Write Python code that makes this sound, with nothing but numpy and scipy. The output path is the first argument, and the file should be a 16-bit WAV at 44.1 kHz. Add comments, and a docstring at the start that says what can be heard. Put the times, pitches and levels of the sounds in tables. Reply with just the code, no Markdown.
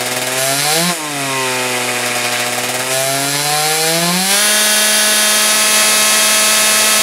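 """Small padded test cell, one microphone close to a tuned two-stroke scooter on a dyno roller.
First it burbles on a nearly shut throttle, one exhaust blast a turn. At 0.4 s it is blipped, then coasts
down until it misfires again, the pipe's steel shell ringing and unburnt charge popping. From 2.9 s it
pulls up through the resonances; near 4.3 s the expansion pipe comes into tune and it screams at a
steady speed to the end, loud enough to overload the microphone."""
import sys
import numpy as np
from scipy import signal
from scipy.fft import rfft, irfft, next_fast_len
from scipy.io import wavfile
from scipy.ndimage import uniform_filter1d

SR = 44100
rng = np.random.default_rng(int(sys.argv[2]) if len(sys.argv) > 2 else 0)


def bounce(signal):
    """Save signal as a 16-bit WAV file at the path given by the first command-line argument."""
    frames = np.transpose(np.atleast_2d(signal))
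    limited = np.clip(frames, -1, 1)
    pcm = np.round(limited * 32767).astype(np.int16)
    wavfile.write(sys.argv[1], SR, pcm)


N = 309582
TIME = np.arange(N) / SR
FREQS = np.maximum(np.arange(N // 2 + 1) * SR / N, 1)


# engine speed, one firing a turn: t/s, firing rate/Hz
ENGINE_SPEED = [(0.0, 124.1), (0.259, 126.4), (0.384, 130.6), (0.525, 136.7), (0.694, 150.1),
                (0.867, 177.7), (0.904, 177.8), (0.995, 155.2), (1.218, 138.2), (1.49, 128.1),
                (1.768, 124.1), (2.272, 121.1), (2.623, 122.4), (3.226, 138.8), (3.855, 160.2),
                (4.096, 174.3), (4.418, 209.0), (4.535, 211.3), (4.902, 213.0), (5.28, 212.2),
                (5.563, 213.9), (6.608, 215.1), (7.02, 215.3)]
def crank():
    """The crank's speed in Hz and the turns it has made, with a slight waver."""
    speed, = in_time(ENGINE_SPEED)
    return speed, np.cumsum(speed * (1 + .0011 * drift(9))) / SR


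REFLECTIONS = rng.standard_normal(4096)   # the same pipe and walls smear every firing
def firing_train(turns, order_db, ring_turns):
    """One blast a turn, smeared by reflections in pipe and cell; order_db sets each engine order."""
    size = len(REFLECTIONS)
    angle = np.arange(size) / size
    blast = rfft(REFLECTIONS * np.exp(-angle / ring_turns))[1:len(order_db) + 1]
    cycle = irfft(np.r_[0, from_db(order_db) * blast / abs(blast)], size) * size / 2
    return np.interp(turns % 1, angle, cycle)


# lines of the pipe in tune: engine order, relative level cool/dB, relative level hot/dB
SCREAM_ORDERS = [(1, -18.5, -26.5), (2, -30.5, -34.5), (3, -21, -23), (4, -28, -29.5), (5, -34, -26.5),
                 (6, -29.5, -25), (7, -24.5, -40), (8, -22.5, -25), (9, -27, -28.5), (10, -35, -26),
                 (11, -27, -26.5), (12, -31, -22), (13, -27.5, -31), (14, -46, -44), (15, -25.5, -27.5),
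                 (16, -28, -32), (17, -25, -29), (19, -35, -31.5), (21, -26, -27), (25, -34, -31),
                 (29, -26.5, -25.5), (36, -57, -28), (40, -33, -28), (44, -28, -25), (50, -45, -32),
                 (58, -41, -33), (71.6, -60, -55)]
# gas noise of the pipe in tune: f/Hz, relative level/dB
ROAR_SPECTRUM = [(100, -17), (210, -15.5), (420, -13), (640, -8), (1050, -12.5), (1700, -12), (2200, -10),
                 (3400, -9), (5000, -11.5), (7800, -11), (10000, -12.5), (11000, -9), (13000, -19.5),
                 (15500, -20.5)]
def screaming(turns, hot_at_s=5.38, warming_s=0.59):
    """The pipe in tune: hard lines far into the treble, their balance shifting as the gas heats up."""
    heat = ramp(TIME, hot_at_s - warming_s / 2, warming_s)
    order, cool_db, hot_db = np.transpose(SCREAM_ORDERS)
    orders = np.arange(1, 74)
    uneven = turns + 0.0012 * drift(38)
    cool = firing_train(uneven, np.interp(orders, np.round(order), cool_db), ring_turns=1.5)
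    hot = firing_train(uneven, np.interp(orders, np.round(order), hot_db), ring_turns=1.0)
    lines = ((1 - heat) * cool + heat * hot) * from_db(0.43 * drift(35))
    roar_db, = in_hz(ROAR_SPECTRUM)
    return lines + silencer_ring(turns) + from_db(-2.5) * gas_noise(turns, roar_db, puff=0.22)


# shrill modes of the hard-driven silencer: f/Hz, width/Hz, relative level/dB
SILENCER_MODES = [(9840, 120, -18), (10340, 270, -21.5)]
def silencer_ring(turns):
    """Each firing kicks the silencer's high modes a little early or late, so their lines are rough."""
    kicks = firing_train(turns + 0.0027 * drift(36), np.zeros(73), ring_turns=1.0)
    return colour(kicks, bells([(hz, width, from_db(db)) for hz, width, db in SILENCER_MODES]))


# exhaust on an open throttle, relative levels: f/Hz, firing lines/dB, gas noise/dB
PULL_SPECTRUM = [(133, -19, -32), (268, -34, -18.5), (678, -31.5, -16), (950, -31.5, -14.5),
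                 (1560, -39.5, -19.5), (2320, -32, -15.5), (2920, -38.5, -18.5), (3980, -29, -18),
                 (5040, -31, -18.5), (7550, -48.5, -19), (10040, -70, -17), (13100, -51, -25),
                 (15300, -72, -35)]
# first orders of a full firing at the port: engine order, relative level/dB
PORT_ORDERS = [(1, -1), (2, 2), (3, 2.5), (4, 6), (5, 7), (6, 2), (7, -1.5), (8, -7.5)]
# resonances that the rising lines sweep through, and one null: f/Hz, width/Hz, lift/dB
PULL_RESONANCES = [(176.5, 53, 17), (279.2, 13.4, 13), (333, 19, 13), (380, 59, 7), (482, 47, 15.5),
                   (604, 8.1, 7), (663, 41, 12.5), (722, 14, -23), (757, 74, 13), (1049.4, 43, 17),
                   (1436, 156, 11), (1755, 257, 10.5), (2180, 130, 3)]
# bark of the pipe, missing at low speed: f/Hz, width/Hz, depth/dB
PIPE_BARK = [(3560, 410, 2), (4280, 380, 7), (5100, 530, 3.5)]
def pulling(turns, speed):
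    """Full, regular firings whose lines light up one resonance after another."""
    line_db, noise_db = in_hz(PULL_SPECTRUM)
    _, port_db = np.transpose(PORT_ORDERS)
    train = firing_train(turns + 0.00091 * drift(35), np.r_[port_db, np.zeros(92)], ring_turns=0.47)
    train *= from_db(1.13 * drift(29))
    walls = cell_walls(wet=1.0, decay_s=0.02)
    lines = colour(train, walls * from_db(line_db + bells(PULL_RESONANCES)))
    sound = lines + from_db(0.5) * gas_noise(turns, noise_db, puff=0.09)
    low_speed = np.clip((146 - speed) / 12, 0, 1)
    return (1 - low_speed) * sound + low_speed * colour(sound, from_db(-bells(PIPE_BARK)))


# exhaust on a shut throttle, relative levels: f/Hz, firing lines/dB, gas noise/dB
COAST_SPECTRUM = [(123, -22.5, -18), (258, -21, -13), (360, -21, -9), (592, -22, -8.5), (693, -12.5, -6),
                  (922, -33, -11.5), (1240, -30, -12.5), (1580, -36.5, -13), (2100, -28.5, -9),
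                  (3050, -36, -10.5), (5670, -40, -14.5), (10160, -42, -14), (12000, -74, -20.5),
                  (15600, -62.6, -35)]
# colour of the lines as the engine runs down: f/Hz, width/Hz, lift/dB
OVERRUN_COLOUR = [(298, 59, 8), (391, 18, 11), (514, 43, 6.5), (675, 58, -2), (921, 71, 20),
                  (1052, 59, 19.5), (1230, 160, 2), (1982, 75, 14.5), (2477, 180, 12.5), (3000, 430, 4)]
# colour of the lines at idle: f/Hz, width/Hz, lift/dB
IDLE_COLOUR = [(363, 38, -4.5), (540, 17, -4), (598, 17, 7), (747, 62, -5), (1606, 100, 16.5),
               (1850, 76, 6), (2465, 57, 11.5)]
def coasting(turns, misfiring):
    """Clean, light firings on the way down; at idle they turn uneven and the gas noise grows."""
    line_db, noise_db = in_hz(COAST_SPECTRUM)
    train = firing_train(turns + 0.0012 * drift(37), np.zeros(100), ring_turns=3.1)
    walls = cell_walls(wet=0.92, decay_s=0.012)
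    run_down = colour(train, walls * from_db(line_db + bells(OVERRUN_COLOUR)))
    idle = colour(train * from_db(0.76 * drift(36)), walls * from_db(line_db + bells(IDLE_COLOUR)))
    gas = from_db(-1.0 + 4.1 * misfiring) * gas_noise(turns, noise_db, puff=0.2)
    return (1 - misfiring) * run_down + misfiring * idle + gas


# runs of hard firings between misses: first t/s, count, gap/s, gap change per firing/s, surge/dB
BANG_RUNS = [(0.005, 7, 0.053, -0.0003, 6.4), (2.058, 6, 0.095, -0.0073, 4.4),
             (2.522, 6, 0.056, -0.001, 5.4)]
def burble(exhaust, rise_s=0.00089, fall_s=0.032):
    """Unburnt charge builds up, then lights: each bang rings the pipe's low resonance and cracks."""
    surge_db, age = np.zeros(N), TIME[:SR // 2]
    for s, db in run_firings(BANG_RUNS):
        start = round(s * SR)
        surge_db[start:start + len(age)] += db * ramp(age, 0, rise_s) * np.exp(-(age / fall_s) ** 2)
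    honk = colour(exhaust, bells([(684, 190, 1)]))
    crack = colour(rng.standard_normal(N), FREQS / (FREQS + 4000) / np.hypot(1, (FREQS / 12000) ** 4))
    return exhaust + (from_db(surge_db) - 1) * (0.59 * exhaust + 1.2 * honk + from_db(-6.0) * crack)


# weak firings that ring the shell: first t/s, count, gap/s, gap change per firing/s, surge/dB
SHELL_RUNS = [(1.75, 10, 0.072, 0.001, 7)]
def shell_ring(exhaust, ring_hz=2210, width_hz=490, length_s=0.014):
    """The pipe's steel shell rings up briefly in its own band."""
    ringing = sum((from_db(db) - 1) * np.exp(-((TIME - s) / length_s) ** 2)
                  for s, db in run_firings(SHELL_RUNS))
    return exhaust + ringing * colour(exhaust, bells([(ring_hz, width_hz, 1)]))


def shell_rattle(peak_db=3, fade_s=0.045):
    """The rasp in dB that the ringing shell adds, growing while its run lasts."""
    first, *_, last = [s for s, _ in run_firings(SHELL_RUNS)]
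    return peak_db * (ramp(TIME, first, last - first) - ramp(TIME, last, fade_s))


# hollow resonances of the pipe: f/Hz, width/Hz, lift/dB
PIPE_HOLLOW = [(400, 190, 1), (540, 160, 0), (1250, 510, 2), (1635, 130, 4.5), (3200, 110, 3)]
def gas_noise(turns, spectrum_db, puff):
    """Turbulence in the hollow pipe that swells each time the exhaust port opens."""
    rush = rng.standard_normal(N) * (1 + puff * np.cos(2 * np.pi * turns))
    return colour(rush, cell_walls(wet=0.53, decay_s=0.01) * from_db(spectrum_db + bells(PIPE_HOLLOW)))


# the twist grip held wide: opens t/s, shuts t/s, extra rasp and hiss/dB
GRIP_OPENINGS = [(0.355, 0.886, 0), (2.899, 7.1, -1.4)]
def twist_grip(open_s=0.039, shut_s=0.052, snap_db=6, idle_misfire_share=0.67):
    """Throttle 0-1, share of misfiring, and brightness in dB as the first full firings spit."""
    throttle, clean, bright_db = 0, 0, 0
    clean_after_s, clean_for_s = 0.55, 0.41   # after shutting it fires cleanly for a while
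    for opens, shuts, db in GRIP_OPENINGS:
        held = ramp(TIME, opens, open_s) - ramp(TIME, shuts, shut_s)
        throttle += held
        clean += np.exp(-((TIME - shuts - clean_after_s) / clean_for_s) ** 2)
        bright_db += held * (db + snap_db * flare(opens, open_s + shut_s))
    return np.clip(throttle, 0, 1), np.clip(idle_misfire_share * (1 - clean), 0, 1), bright_db


# ahead of the microphone, with throttle shut, throttle open and pipe in tune: register, base level/dB
SHUT_LEVELS = {"thump": -35, "boom": -24, "rasp": -22, "hiss": -24}
OPEN_LEVELS = {"thump": -29, "boom": -19, "rasp": -21.5, "hiss": -20}
TUNED_LEVELS = {"thump": -34, "boom": -22.3, "rasp": -14, "hiss": -14.7}
# clean firing on a shut throttle: register, lift/dB
CLEAN_LIFTS = {"thump": 0, "boom": 4, "rasp": 3.6, "hiss": -1.4}
# speeds where a register swells or sinks, throttle shut and open: firing rate/Hz, width/Hz, lift/dB
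SHUT_SPEED_SWELLS = {"thump": [(137, 10, 5), (159, 11, -7)], "boom": [(157.4, 32, -4.5)],
                     "rasp": [(157.2, 33, -6.5)], "hiss": [(151, 16, -3.5)]}
OPEN_SPEED_SWELLS = {"thump": [(127, 8, -7), (178.7, 22, 10), (158, 9, -5)], "boom": [(142.3, 4.9, -5),
                     (190.6, 11.5, -6.5)], "rasp": [(159, 33, 5), (196.5, 28.5, 4.5)],
                     "hiss": [(159, 14, 2.4), (196, 16, 4.5)]}
# the scream bites as the pipe catches, then once more: t/s, surge/dB, length/s, lasting rise/dB
SCREAM_BITES = [(4.312, 2.4, 0.024, 0), (5.736, 1.4, 0.1, 0.8)]
def effort(speed, throttle, misfiring, in_tune, bright_db):
    """Level in dB of each register, from the way the engine runs and its speed."""
    bite_db = sum(db * flare(s, length) + lasting_db * (TIME >= s)
                  for s, db, length, lasting_db in SCREAM_BITES)
    levels = []
    for name in ("thump", "boom", "rasp", "hiss"):
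        shut = SHUT_LEVELS[name] + bells(SHUT_SPEED_SWELLS[name], speed)
        shut += (1 - misfiring) * CLEAN_LIFTS[name] + shell_rattle() * (name == "rasp")
        wide = OPEN_LEVELS[name] + bells(OPEN_SPEED_SWELLS[name], speed)
        off_pipe = (1 - throttle) * shut + throttle * wide + bright_db * (name in ("rasp", "hiss"))
        levels.append((1 - in_tune) * off_pipe + in_tune * TUNED_LEVELS[name] + bite_db)
    return levels


# borders between thump, boom, rasp and hiss: f/Hz
REGISTER_BORDERS = [230, 1200, 6000]
def at_loudness(exhaust, levels_db, window_s=0.2):
    """Each register's running level is held to the engine's effort, swelling and sinking with it."""
    lowpasses = [0] + [1 / (1 + (FREQS / hz) ** 16) for hz in REGISTER_BORDERS] + [1]
    out = 0
    for low, high, level_db in zip(lowpasses, lowpasses[1:], levels_db):
        band = colour(exhaust, high - low)
        power = uniform_filter1d(band ** 2, int(window_s * SR))
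        out += band * from_db(level_db) / np.sqrt(np.maximum(power, 1e-12))
    return out


def cell_walls(wet, decay_s):
    """Near walls add to and cancel the upper lines at the microphone: each swells and fades in a glide."""
    echoes = rng.standard_normal(N) * np.exp(-TIME / decay_s)
    share = wet * FREQS ** 4 / (FREQS ** 4 + 1200 ** 4)
    return abs(1 + share * rfft(echoes) / np.linalg.norm(echoes)) / np.hypot(1, share)


def run_firings(runs, arch=0.24):
    """Time and surge of every firing in these runs; a run is strongest in its middle."""
    return [(first + k * gap + change * k * (k - 1) / 2, db * (1 - arch * (2 * k / (count - 1) - 1) ** 2))
            for first, count, gap, change, db in runs for k in range(count)]


def from_db(db):
    """Decibels to gain."""
    return 10 ** (np.asarray(db) / 20)


def in_time(rows):
    """The columns of a curve table at every sample."""
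    s, *columns = np.transpose(rows)
    return [np.interp(TIME, s, c) for c in columns]


def in_hz(rows):
    """The columns of a spectrum table at every frequency."""
    hz, *columns = np.transpose(rows)
    return [np.interp(np.log(FREQS), np.log(hz), c) for c in columns]


def bells(peaks, at_hz=FREQS):
    """Bell-shaped peaks and dips, summed along frequency or firing rate."""
    return sum(height * np.exp(-2 * ((at_hz - hz) / width) ** 2) for hz, width, height in peaks)


def colour(x, gain):
    """Filter a sound by a gain at every frequency."""
    size = next_fast_len(N + SR // 8, True)
    bin_hz = np.arange(size // 2 + 1) * SR / size
    return irfft(rfft(x, size) * np.interp(bin_hz, FREQS, gain), size)[:N]


def drift(rate_hz, hop=40):
    """Smooth random wander of spread 1, mostly slower than rate_hz."""
    pole = np.exp(-2 * np.pi * hop * rate_hz / SR)
    noise = rng.standard_normal(N // hop + 2002)
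    slow = signal.lfilter([1], [1, -2 * pole, pole * pole], noise)[2000:]
    return np.interp(np.arange(N) / hop, np.arange(len(slow)), slow / slow.std())


def ramp(x, start, length):
    """Rises from 0 at start to 1 a length later."""
    return np.clip((x - start) / length, 0, 1)


def flare(start_s, length_s):
    """Jumps to 1 at start_s and dies away."""
    return (TIME >= start_s) * np.exp(-((TIME - start_s) / length_s) ** 2)


def scene():
    """The crank drives three ways of running, blended by throttle and pipe; one microphone hears it."""
    speed, turns = crank()
    throttle, misfiring, bright_db = twist_grip()
    tune_hz, spread_hz = 197.9, 3   # the pipe comes into tune around this firing rate
    in_tune = 1 / (1 + np.exp((tune_hz - speed) / spread_hz))
    shut = burble(shell_ring(coasting(turns, misfiring)))
    off_pipe = np.sqrt(1 - throttle) * shut + np.sqrt(throttle) * pulling(turns, speed)
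    exhaust = np.sqrt(1 - in_tune) * off_pipe + np.sqrt(in_tune) * screaming(turns)
    levels_db = effort(speed, throttle, misfiring, in_tune, bright_db)
    return np.tile(at_loudness(exhaust, levels_db), (2, 1))


def record(dry):
    """The overloaded microphone flattens the peaks; bass and top are cut, over a faint rumble."""
    ceiling = np.where(dry[0] > 0, .53, .66)   # the positive side flattens sooner
    squashed = dry[0] / np.sqrt(np.hypot(1, (dry[0] / ceiling) ** 2))
    bass_cut = 1 / np.sqrt(1 + (104 / FREQS) ** 9)
    top_cut = np.clip((15720 - FREQS) / 120 + .5, 0, 1)
    rumble = from_db(-37) * colour(rng.standard_normal(N), (FREQS / 62) ** 2 / (1 + (FREQS / 62) ** 6))
    return np.tile(colour(squashed, bass_cut * top_cut) + rumble, (2, 1))


dry = scene()
out = record(dry)
bounce(out)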